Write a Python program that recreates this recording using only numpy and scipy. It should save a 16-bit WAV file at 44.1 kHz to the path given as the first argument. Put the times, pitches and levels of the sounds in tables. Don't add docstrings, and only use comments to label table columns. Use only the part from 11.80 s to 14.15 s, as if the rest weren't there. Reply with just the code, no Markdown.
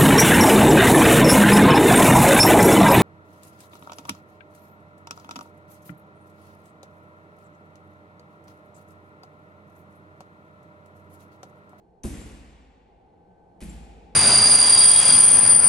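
import sys
import numpy as np
from scipy import signal
from scipy.fft import rfft, irfft, next_fast_len
from scipy.io import wavfile

SR = 44100
rng = np.random.default_rng(int(sys.argv[2]) if len(sys.argv) > 2 else 0)


def wav_record(signal):
    frames = np.transpose(np.atleast_2d(signal))
    bounded = np.clip(frames, -1, 1)
    quanta = np.round(bounded * 32767).astype(np.int16)
    wavfile.write(sys.argv[1], SR, quanta)


N = 103635
T = np.arange(N) / SR
FFT_SIZE = 2 * next_fast_len((N + SR) // 2)
HZ = np.maximum(np.arange(FFT_SIZE // 2 + 1) * SR / FFT_SIZE, 1)

# start_s, relative_level_db, dull_above_hz, room_send_db, flex_delay_s
THUMPS = [(0.2386, -14, 508, -0.5, 0.01237), (1.8150, -20, 254, -1, 0.007)]
CLICK_T60_S, STRIKE_RISE_S, ROOM_RISE_S = 0.085, 0.00079, 0.004


def door_thuds():
    # frequency_hz, gain_db
    thud_spectrum = [(30, -2.5), (60, -7), (120, -1), (240, 4.5), (345, 5), (430, -8), (600, -1),
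                     (900, -2.5), (1500, -7.5), (3000, -8.5)]
    for start_s, level_db, dull_above_hz, room_send_db, _ in THUMPS:
        body_db = at_hz(thud_spectrum) - 10 * np.log10(1 + (HZ / dull_above_hz) ** 4)
        impact = burst(start_s, rise_s=0.0083, t60_s=0.12)
        knock = rms_one(colour(impact, body_db)) * np.sqrt(10 / N)
        yield from_db(level_db) * knock, room_send_db


def door_boom():
    # pitch_hz, t60_s, first_thump_db, second_thump_db
    panel_modes = [(67.3, 0.1, -23.5, -35), (141.7, .14, -32, -50), (206.6, 0.14, -29, -41),
                   (340.4, 0.088, -27, -62)]
    # pitch_hz, t60_s, first_thump_db, second_thump_db
    room_modes = [(40.9, 2, -46.5, -71), (54.24, 2, -39, -37.5), (68.4, 1.83, -38.5, -43.5),
                  (101.5, 0.58, -41.5, -47.5), (157.2, 0.85, -41, -44), (187, 0.66, -53, -39),
                  (214.6, 1.46, -42.5, -48.5), (261.5, 2.1, -50.5, -58.5), (304.6, 1.41, -45, -55),
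                  (339.4, 1.44, -48.5, -59), (354, 0.41, -56, -52)]
    boom_rise_s = 0.0143
    out = 0
    for thump, (start_s, *_, flex_delay_s) in enumerate(THUMPS):
        for modes, rise_s in (panel_modes, STRIKE_RISE_S), (room_modes, boom_rise_s):
            for pitch_hz, t60_s, *levels_db in modes:
                out += from_db(levels_db[thump]) * ring(start_s + flex_delay_s, pitch_hz, rise_s, t60_s)
    return out


def latch_clicks():
    # start_s, level_db, tilt_db_per_octave, room_send_db
    contacts = [(0.2334, -25.5, -2.5, 14), (0.2363, -15, 3, -0.5), (0.251, -16, 1.5, 5.5),
                (0.2525, -26, 1, 0.5), (0.266, -29, 14, -12), (1.8051, -21, -1.5, 6), (1.8130, -20, 0, -7),
                (1.825, -23, -3.5, 7), (1.8338, -26, 8, -4)]
    for start_s, level_db, tilt, room_send_db in contacts:
        snap = burst(start_s, rise_s=1 / SR, t60_s=CLICK_T60_S)
        yield from_db(level_db) * colour(snap, contact_spectrum(tilt)), room_send_db


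def latch_pings():
    # start_s, pitch_hz, level_db, t60_s, room_send_db, left_over_right_db
    pings = [(0.2347, 6090, -29, 0.0081, 0, 13), (0.2380, 9230, -30.5, 0.007, -8, -9),
             (0.335, 7400, -52, 0.12, 10, -2), (1.8238, 2456, -36.5, 0.01, 4.5, -7),
             (1.8950, 7420, -40.5, 0.053, -8, 0)]
    out = 0
    for start_s, pitch_hz, level_db, t60_s, room_send_db, pan_db in pings:
        ping = from_db(level_db) * ring(start_s, pitch_hz, STRIKE_RISE_S, t60_s)
        echoes = np.array([burst(0, ROOM_RISE_S, room_t60(pitch_hz)) for _ in range(2)])
        out += pan(ping, pan_db) + from_db(room_send_db) * filtered(ping, rfft(echoes, FFT_SIZE))
    return out


def hardware_rattles(touches_per_s=54, room_send_db=9):
    # start_s, length_s, level_db, tilt_db_per_octave
    rattles = [(0.261, .1, -20, -4.5), (0.37, .11, -29.5, 0), (1.805, .09, -30.5, -4.5)]
    for start_s, length_s, level_db, tilt in rattles:
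        touches = (rng.random(N) < touches_per_s / SR) * rng.uniform(0.58, 1, N)
        touches *= (T > start_s) & (T < start_s + length_s)
        energy = energy_decay(touches / (touches.sum() + 1e-9), CLICK_T60_S)
        chatter = np.sqrt(energy) * rng.standard_normal(N)
        yield from_db(level_db) * colour(chatter, contact_spectrum(tilt)), room_send_db


def contact_spectrum(tilt_db_per_octave):
    # frequency_hz, gain_db
    latch_spectrum = [(400, 2.5), (1000, -4.5), (1500, -3), (2200, 1), (3200, -1), (4500, -3), (6200, -2.5),
                      (7200, -2.5), (9000, 1.5), (10200, -4), (11300, 5), (12500, -14)]
    return at_hz(latch_spectrum) + tilt_db_per_octave * np.log2(np.maximum(HZ, 500) / 5000)


def room_reverb(sound):
    edges_hz = 36 * 2 ** (np.arange(27) / 3)
    fields = diffuse_noise(), diffuse_noise()
    out = 0
    for k, (low_hz, high_hz) in enumerate(zip(edges_hz, edges_hz[1:])):
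        band = signal.butter(3, [low_hz, high_hz], "band", fs=SR, output="sos")
        energy = signal.sosfilt(band, sound + 1e-18) ** 2
        stored = energy_decay(energy, room_t60(np.sqrt(low_hz * high_hz)))
        wash = rms_one(signal.sosfilt(band, fields[k % 2]))
        out += np.sqrt(smoothed(stored, ROOM_RISE_S)) * wash
    return out


def room_t60(hz):
    # frequency_hz, t60_s
    decay_times = [(50, 0.51), (150, 1.69), (350, 1.09), (800, 2.27), (2000, 2.13), (3500, 1.94),
                   (5500, 1.34), (8000, 0.99), (12000, 0.56)]
    return at_hz(decay_times, hz)


def diffuse_noise():
    # frequency_hz, correlation
    likeness = [(50, 0.99), (150, 0.99), (350, 0.82), (700, 0.416), (1400, 0.3), (3000, 0.53), (6000, 0.37),
                (8500, 0.57), (10200, 1), (12000, 0.99)]
    alike = np.clip(at_hz(likeness), -.99, .99)
    mid, side = filtered(rng.standard_normal((2, N)), np.sqrt([(1 + alike) / 2, (1 - alike) / 2]))
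    return np.array([mid + side, mid - side])


def ventilation():
    # frequency_hz, relative_db
    air_spectrum = [(25, -14.5), (40, -6.5), (55, 0), (80, -5.5), (130, -8), (200, -7), (290, -8),
                    (400, -4.5), (490, -4), (565, -12.5), (700, -6.5), (820, -1), (885, -6.5), (960, -18.5),
                    (1250, -28), (2000, -36), (3000, -40.5), (5000, -46.5), (9000, -51), (12000, -54)]
    # time_s, level_db
    air_levels = [(0, -57.5), (.5, -62.5), (.9, -59.5), (1.3, -57), (1.7, -55), (2.0, -52), (2.35, -53.5)]
    rush = rms_one(filtered(diffuse_noise(), from_db(at_hz(air_spectrum))))
    return rush * from_db(np.interp(T, *np.transpose(air_levels)))


def appliance_hum(waver_width_hz=13.2):
    # pitch_hz, base_level_db, waver_depth, swell_share
    tones = [(180, -64, .5, 1), (468.6, -73, 0.6, 1), (824, -68.5, 1, 0.65), (1531, -81.5, .3, 0.92),
             (4240, -101, 0.2, 0.1), (4260, -99, 0.5, 0.1)]
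    # time_s, gain_db
    swell = [(0, -4.5), (.9, -14.5), (1.3, -3), (1.47, 4), (1.75, 2.5), (2.35, 1)]
    swell_db = np.interp(T, *np.transpose(swell))
    slow_only = np.exp(-(HZ / waver_width_hz) ** 2)
    hum = 0
    for pitch_hz, base_level_db, waver_depth, swell_share in tones:
        flutter, wander = waver_depth * rms_one(filtered(rng.standard_normal((2, N)), slow_only))
        tone = (1 + flutter) * np.sin(2 * np.pi * pitch_hz * T + 2 * wander)
        hum += from_db(base_level_db + swell_share * swell_db) * tone
    return hum


def microphone_ports(sound):
    # frequency_hz, left_lead_rad, left_over_right_db, common_db
    ports = [(100, 0.5, 0, 1), (348, 0.47, 0, 0), (845, -1.3, 1, -1), (1500, -1.7, -2, 1),
             (2220, 0.8, 1, 1), (3300, 1.02, 2, 0), (6380, 0.45, 3.5, 0), (7900, 1.3, 3, 0.5),
             (8530, 0.2, -4, 0), (9780, -2.5, 6, 1.5), (10780, -4.5, -6, 1), (10830, -4.5, 0, 5),
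             (11430, -4.5, 1, -2.5)]
    lead_rad, balance_db, common_db = (at_hz(np.array(ports)[:, [0, k]]) for k in (1, 2, 3))
    left = from_db(common_db + balance_db / 2)
    right = from_db(common_db - balance_db / 2) * np.exp(-1j * lead_rad)
    return filtered(sound, np.array([left, right]))


def envelope(start_s, rise_s, t60_s):
    age_s = np.maximum(T - start_s, 0)
    return (1 - np.exp(-age_s / rise_s)) * np.exp(-np.log(1000) * age_s / t60_s)


def ring(start_s, pitch_hz, rise_s, t60_s):
    return envelope(start_s, rise_s, t60_s) * np.sin(2 * np.pi * pitch_hz * (T - start_s))


def burst(start_s, rise_s, t60_s):
    shape = envelope(start_s, rise_s, t60_s)
    return rng.standard_normal(N) * shape / np.sqrt(np.sum(shape ** 2))


def energy_decay(energy, t60_s):
    return smoothed(energy, t60_s / (2 * np.log(1000)))


def smoothed(x, time_constant_s):
    pole = np.exp(-1 / (time_constant_s * SR))
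    return signal.lfilter([1 - pole], [1, -pole], x + 1e-18)


def colour(x, gain_db):
    cepstrum = irfft(np.log(from_db(gain_db)), FFT_SIZE)
    cepstrum[1:FFT_SIZE // 2] *= 2
    cepstrum[FFT_SIZE // 2 + 1:] = 0
    return filtered(x, np.exp(rfft(cepstrum)))


def filtered(x, response):
    return irfft(rfft(x, FFT_SIZE) * response, FFT_SIZE)[..., :N]


def at_hz(points, hz=HZ):
    points_hz, values = np.transpose(points)
    return np.interp(np.log(hz), np.log(points_hz), values)


def pan(x, db):
    return x * from_db([[db / 2], [-db / 2]])


def from_db(db):
    return 10 ** (np.asarray(db) / 20)


def rms_one(x):
    return x / np.sqrt(np.mean(x ** 2) + 1e-20)


def scene():
    direct, into_room = 0, 0
    for sound, room_send_db in [*door_thuds(), *latch_clicks(), *hardware_rattles()]:
        direct += sound
        into_room += from_db(room_send_db) * sound
    door = pan(direct, db=0.5) + room_reverb(into_room) + door_boom() + latch_pings()
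    return door + ventilation() + appliance_hum()


def record(dry):
    cutoff_hz = 11900
    lowpass = signal.ellip(10, .3, 80, cutoff_hz, fs=SR, output="sos")
    return signal.sosfilt(lowpass, microphone_ports(dry))


dry = scene()
out = record(dry)
wav_record(out)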